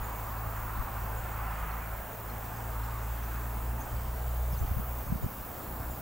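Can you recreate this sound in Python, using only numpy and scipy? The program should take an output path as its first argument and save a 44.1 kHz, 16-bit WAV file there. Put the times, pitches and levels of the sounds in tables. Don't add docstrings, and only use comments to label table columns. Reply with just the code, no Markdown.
import sys
import numpy as np
from scipy import signal
from scipy.fft import rfft, irfft, next_fast_len
from scipy.io import wavfile
from scipy.ndimage import uniform_filter1d

SR = 44100
rng = np.random.default_rng(int(sys.argv[2]) if len(sys.argv) > 2 else 0)


def invert_db(level):
    return 10 ** (np.asarray(level, dtype=float) / 20)


def file_out(sig):
    cols = np.atleast_2d(sig).T
    lim = np.clip(cols, -1, 1)
    pcm = np.round(lim * 32767).astype(np.int16)
    wavfile.write(sys.argv[1], SR, pcm)


N = 265349
SIZE = next_fast_len(N)
SECONDS = np.arange(N) / SR
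SIDES = np.array([[1], [-1]])

# centre in seconds, pitch in Hz, left peak in dB, right peak in dB,
# length in cycles.
PUFFS = [(0.474, 90, -35, -35, 2.1), (.8, 40, -26, -45, 1.7), (3.94, 90, -32, -28, 2),
         (4.534, 123, -27.5, -25, 1.6), (4.637, 55, -29, -24, 1.4), (4.649, 246, -28, -41, 1.2),
         (4.717, 66, -21, -21.5, 1.6), (4.716, 150, -42, -25, 1.42), (4.772, 89.9, -17.5, -35, 1.0),
         (4.789, 139.4, -28, -45, 1.5), (4.799, 149, -24, -35, 1.3), (5.102, 109.8, -29, -28, 1.33),
         (5.126, 161, -17.5, -24, 1.95), (5.16, 130, -24.5, -23, 1.15), (5.244, 114, -21, -25, 1.16),
         (5.246, 260, -28, -32, 0.69), (5.265, 148.7, -25, -25, 1.1), (5.801, 110, -37, -34, 2.2),
         (4.615, 95, -42, -25, 1.3), (5.068, 80, -33, -42, 1.4), (5.247, 110, -28, -28, 1.3)]


def curves(table):
    s, *columns = np.transpose(table)
    return [np.interp(SECONDS, s, c) for c in columns]


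def shape(table, outside=None):
    hz, value = np.transpose(table)
    bins_hz = np.arange(SIZE // 2 + 1) * SR / SIZE
    return np.interp(np.log(bins_hz + 1), np.log(hz + 1), value, outside, outside)


def through(x, gain):
    return irfft(rfft(x, SIZE) * gain, SIZE)[..., :N]


def coloured(x, table):
    y = through(x, invert_db(shape(table, -140)))
    return y / np.sqrt(np.mean(y ** 2))


def band(x, lo_hz, hi_hz):
    return through(x, shape([(lo_hz, 0), (hi_hz, 1)]))


def wide(side_db):
    mid, side = rng.standard_normal((2, N))
    return mid + invert_db(side_db) * side * SIDES


def walk(rate):
    k = int(SR / rate)
    held = rng.standard_normal(256)[np.arange(N) // k % 256]
    return 1.215 * uniform_filter1d(uniform_filter1d(held, k), k)


def bell(s, length):
    return np.exp(-2 * (2 * (SECONDS - s) / length) ** 2)


def blip(s, hz, length, glide_hz, turn):
    i = np.arange(max(int((s - length) * SR), 0), min(int((s + length) * SR), N))
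    t = i / SR - s
    cycles = hz * t + glide_hz * t * t / 2 / length
    return i, np.exp(-2 * (2 * t / length) ** 2) * np.sin(2 * np.pi * (turn + cycles))


def swell(db, flicker_db, rate):
    return invert_db(db - np.mean(db) + flicker_db * walk(rate))


def patchy(x, depth_db, span_hz, span_s):
    hz, s, cells = signal.stft(x, SR, nperseg=1024)
    field = rng.standard_normal(cells.shape[1:])
    field = uniform_filter1d(field, max(int(span_hz / hz[1]), 1), axis=0)
    field = uniform_filter1d(field, max(int(span_s / s[1]), 1), axis=1)
    return signal.istft(cells * invert_db(depth_db * field / field.std()), SR, nperseg=1024)[1][:, :N]


def town_rumble():
    # start in seconds, level in dB.
    town_levels = [(0, -50), (.7, -49), (2.0, -52), (2.5, -48), (3.1, -48.5), (3.8, -45.5), (4.2, -52),
                   (4.8, -51), (5.15, -47.5), (5.35, -49.5), (5.65, -44), (6.02, -46)]
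    # frequency in Hz, level in dB per Hz.
    rumble_colour = [(15, -19), (30, -0.5), (80, -2.5), (150, -7), (230, -5.5), (330, -10.5), (450, -15.5),
                     (700, -34)]
    mid, side = rng.standard_normal((2, N))
    both_ports = mid + invert_db(-10.5) * band(side, 70, 200) * SIDES
    return invert_db(curves(town_levels)[0] + 0.72 * walk(4.5)) * coloured(both_ports, rumble_colour)


def road():
    # start in seconds, roar in dB, brightness in dB.
    traffic = [(0, -44.5, -0.5), (.35, -44.5, -1), (.85, -42.5, -1.5), (1.2, -46, 2.5), (1.45, -43, 2.5),
               (1.7, -44, 3.5), (2.2, -49, 0.5), (2.6, -46, -1), (3.3, -48, 1.5), (4.05, -49, -0.5),
               (4.4, -50.5, 1), (4.95, -49, -1.5), (5.45, -51, 0), (5.8, -48, -2.5), (6.02, -49.5, -1.5)]
    # frequency in Hz, level in dB per Hz.
    road_colour = [(250, -23), (400, -8.5), (600, -3), (800, -1), (980, -1), (1250, -3.5), (1600, -8),
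                   (2000, -13.5), (2700, -19), (3400, -32.5), (4500, -57)]
    # frequency in Hz, lead of the left port in radians.
    port_lead = [(0, 0.057), (520, 0.63), (1030, 0.52), (2840, 0.21), (5250, 0.0), (8700, -0.1),
                 (10100, 0.3), (12100, 0.0), (16700, 0.1)]
    # centre in seconds, length in seconds, lift in dB.
    lorries = [(.1, .4, 2.5), (1.164, 0.34, 1.5), (2.05, .5, 2.5), (4.35, 0.45, 3.5), (4.95, 0.19, 2),
               (5.57, 0.22, 3.5)]
    roar_db, brightness_db = curves(traffic)
    dull_db = 0.12 * roar_db + sum(db * bell(s, 2 * length) for s, length, db in lorries)
    bright_db = 0.69 * roar_db + brightness_db
    roar = coloured(through(wide(-12.5), np.exp(.5j * shape(port_lead) * SIDES)), road_colour)
    upper = band(roar, 640, 1000)
    bright = band(roar, 1110, 2100)
    parts = swell(dull_db, 0.46, 5.76) * (roar - upper)
    parts = parts + swell(roar_db, 0.19, 8) * (upper - bright)
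    parts = parts + swell(bright_db, 0.44, 9) * bright
    return invert_db(-44.0 - .6 * SIDES) * patchy(parts, 1.32, 150, .15)


def engine_levels():
    # start in seconds, firing rate in Hz, level in dB.
    engine_load = [(0, 54.27, -38.5), (.62, 54.7, -40), (1.1, 54.5, -39.5), (1.5, 55, -38),
                   (1.95, 55.34, -40.5), (2.4, 55.67, -39.5), (2.78, 56.4, -35.5), (3.1, 56.9, -37),
                   (3.79, 59.1, -35), (4.2, 59.5, -34), (4.46, 60.1, -31), (4.85, 60.1, -38),
                   (5.15, 60.17, -35.5), (6.02, 60.2, -42.5)]
    # centre in seconds, length in seconds, sinking of the fundamental in dB, of the second in dB.
    fades = [(1.68, 0.22, -0.5, 12), (2.015, 0.092, 0, 5), (2.123, 0.16, 11, 5.5), (2.558, 0.16, 8.5, 0.1),
             (3.86, 0.069, 8, 1.5), (4.718, 0.042, 6, 1), (5.335, 0.21, 17, 17), (5.58, .15, 15, 6.5),
             (.15, 0.34, 2.5, 3), (.85, 0.23, 2, 1.5), (1.299, 0.097, 2.2, 4.5)]
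    hz, first_db = curves(engine_load)
    second_db = -42 + 0.52 * (first_db - first_db[0]) - 1.2 * SECONDS
    for s, length, first_sinks_db, second_sinks_db in fades:
        fade = bell(s, 2 * length)
        first_db = first_db - first_sinks_db * fade
        second_db = second_db - second_sinks_db * fade
    return hz, first_db, second_db


def diesel():
    # multiple of the firing rate, level in dB against the upper orders' reference.
    upper_orders = [(3, -15.5), (4, -25.5), (1.5, -12.5)]
    # centre in seconds, length in seconds, lift in dB.
    upper_swell = (1.5, 1.1, 4)
    hz, first_db, second_db = engine_levels()
    phase = 2 * np.pi * np.cumsum(hz * (1 + 0.012 * walk(25.15))) / SR
    first = invert_db(first_db + 1.1 * walk(14)) * np.sin(phase)
    second_gain = invert_db(second_db + 0.5 + 0.96 * walk(13) + .5 * SIDES)
    out = first + second_gain * np.sin(2 * phase + 0.69 + 0.072 * SIDES)
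    swell_s, swell_length, swell_db = upper_swell
    upper_db = -44 - 0.76 * SECONDS + swell_db * bell(swell_s, swell_length)
    for multiple, db in upper_orders:
        out = out + invert_db(upper_db + db + 2.5 * walk(4)) * np.sin(multiple * phase)
    return np.sqrt(2) * out * invert_db(-.1 * SIDES)


def crickets():
    # start in seconds, chorus swell in dB.
    chorus = [(0, 1.5), (.27, 3), (.57, 0), (.82, 0.5), (1.3, -1.5), (2.2, -0.5), (3.1, -1.5), (3.35, 1.5),
              (3.7, -2), (4.2, -1.5), (4.66, 2), (5.3, 1), (5.45, 0), (6.02, -0.5)]
    # frequency in Hz, level in dB per Hz.
    chorus_colour = [(7500, -51), (9500, -21.5), (11500, -11.5), (13500, -8), (14500, -4.5), (15650, 2),
                     (15950, -16), (16050, -60)]
    # wing strokes per second, level in dB.
    singers = [(68, -4), (72.5, -5), (76, 2.5)]
    upper_db = curves(chorus)[0]
    lower_db = 0.48 * upper_db + 0.43 * SECONDS
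    mid, side = rng.standard_normal((2, N))
    out = 1.22 * (mid + invert_db(-14.5) * (side - band(side, 15000, 15800)) * SIDES)
    for rate, db in singers:
        stroke = np.cumsum(rate * (1 + 0.00836 * walk(2.96))) / SR % 1
        burst = np.exp(-((stroke - .5) / 0.14) ** 2) * rng.standard_normal(N)
        out += invert_db(db + 2.8 * walk(4.06)) * burst
    buzz = coloured(out, chorus_colour)
    upper = band(buzz, 12500, 17000)
    lower = buzz - upper
    return invert_db(-48.0) * (swell(upper_db, 0.35, 12) * upper + swell(lower_db, 0.44, 16) * lower)


def leaves():
    # start in seconds, swell in dB.
    breeze_swell = [(0, 0.5), (.5, -0.5), (1.2, 0), (2, -1), (3, 0.7), (3.6, 0.3), (4.5, 0.1), (5.2, 0.2),
                    (6.02, -0.4)]
    # frequency in Hz, level in dB per Hz.
    leaf_colour = [(1800, -12), (3000, -0.5), (4000, -3.5), (5300, -4.5), (6200, -2.5), (7600, 0.5),
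                   (9000, -3), (11000, -8.5), (14000, -20)]
    # frequency in Hz, level in dB per Hz.
    leaf_side_colour = [(1200, 0), (2200, -3), (3500, -8.5), (4600, -17), (8000, -17), (8600, -9),
                        (11000, -8), (15000, -26)]
    mid_gain = invert_db(-57 + curves(breeze_swell)[0] + .5 * walk(17))
    mid = mid_gain * coloured(rng.standard_normal(N), leaf_colour)
    side = invert_db(-61) * coloured(rng.standard_normal(N), leaf_side_colour)
    return patchy(mid + side * SIDES, 1.08, 700, .2)


def birds():
    # centre in seconds, pitch in Hz, level in dB, length in seconds.
    high_chips = [(.044, 6950, -57, .025), (1.182, 7000, -61.5, .025), (1.2, 7300, -66, .025),
                  (1.322, 6700, -66, .03), (1.593, 6670, -64, .012), (1.821, 6800, -65, .015),
                  (2.133, 6900, -63, .011), (2.142, 6370, -63, .012), (2.57, 6600, -62, .015),
                  (3.238, 5966, -62.5, .015), (3.815, 6500, -56, .022), (4.59, 6237, -58, .017),
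                  (4.602, 7000, -63, .01), (4.609, 7500, -63, .01), (4.629, 7330, -63, .014),
                  (5.223, 7100, -63, .015), (5.239, 7000, -63, .02), (5.909, 7054, -61, .021),
                  (5.924, 7250, -61, 0.019)]
    # centre in seconds, pitch in Hz, level in dB,
    # length in seconds.
    low_chips = [(0.77, 4740, -74, .012), (1.718, 4300, -64, .015), (2.298, 4200, -63.5, .015),
                 (2.446, 4560, -70, .014), (2.833, 4214, -65, .012), (2.843, 5440, -64, .016),
                 (2.917, 4790, -70, .011), (3.172, 4220, -69, .012), (3.243, 5144, -68, .012),
                 (3.361, 5085, -65, .012), (3.965, 4760, -65.5, .017), (4.531, 5355, -64, .026),
                 (4.546, 4760, -65, 0.029), (4.574, 4280, -64, .015), (4.67, 4600, -63, .01),
                 (5.425, 4220, -67, .015)]
    out = np.zeros(N)
    rasp = 1 + 0.49 * walk(500)
    for chips, glide_hz_per_s in ((high_chips, 25000), (low_chips, 6500)):
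        for s, hz, db, length in chips:
            i, chip = blip(s, hz, length, glide_hz_per_s * length, 0)
            raspy = chip * rasp[i]
            same_energy = np.sqrt(np.sum(chip ** 2) / np.sum(raspy ** 2))
            out[i] += invert_db(db + 7.5) * raspy * same_energy
    lags = np.arange(int(.04 * SR))
    hedge = rng.standard_normal((2, len(lags))) * np.exp(-lags / SR / 0.012) * (lags > .003 * SR)
    return out + invert_db(-28.5) * signal.fftconvolve(out[None], hedge, axes=1)[:, :N]


def breeze_buffet():
    # start in seconds, wind pressure in dB.
    wind_levels = [(0, -43), (.12, -56), (.3, -45), (.5, -50), (.8, -45), (2.0, -47), (2.5, -58),
                   (2.9, -47), (3.4, -57.5), (3.95, -41), (4.45, -46), (4.66, -34), (4.82, -50),
                   (5.05, -42), (5.3, -49), (5.62, -54), (5.85, -40), (6.02, -61)]
    # frequency in Hz, level in dB per Hz.
    buffet_colour = [(12, -12), (30, -2.5), (60, -3), (110, -11.5), (200, -25.5), (400, -47)]
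    wind_gain = invert_db(curves(wind_levels)[0] + 3.0 * walk(12))
    return wind_gain * coloured(rng.standard_normal(N), buffet_colour)


def port_turbulence():
    # frequency in Hz, level in dB per Hz.
    port_colour = [(15, -28), (40, -9), (70, -3), (150, -10), (250, -16), (450, -20), (700, -47)]
    wake_s = 0.029
    port = invert_db(-65)
    for s, _, left_db, right_db, _ in PUFFS:
        port = port + invert_db(max(left_db, right_db) - 23.5) * bell(s, 2 * wake_s)
    return port * invert_db(2.5 * walk(25)) * coloured(rng.standard_normal(N), port_colour) * SIDES


def gusts():
    out = np.zeros((2, N))
    for s, hz, left_db, right_db, cycles in PUFFS:
        for port, db in enumerate((left_db, right_db)):
            turn = 0.756 + 0.073 * rng.standard_normal()
            i, puff = blip(s, hz, cycles / hz, 0, turn)
            out[port, i] += invert_db(db) * puff
    return out


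def wasp():
    # centre in seconds, pitch in Hz, peak in dB.
    jaw_ticks = [
        (.409, 8030, -52),
        (1.150, 8080, -43),
        (1.756, 6070, -49),
        (3.922, 7930, -54),
    ]
    out = np.zeros(N)
    for s, hz, db in jaw_ticks:
        i, tick = blip(s, hz, 0.0015, 0, 0)
        out[i] += invert_db(db) * tick
    return out


def scene():
    far = town_rumble() + road() + diesel()
    near = crickets() + leaves() + birds()
    wind = breeze_buffet() + port_turbulence() + gusts()
    return far + near + wind + wasp()


def top_cut(x):
    return signal.sosfilt(signal.butter(12, 16000, fs=SR, output="sos"), x)


def record(dry):
    return top_cut(dry)


dry = scene()
out = record(dry)
file_out(out)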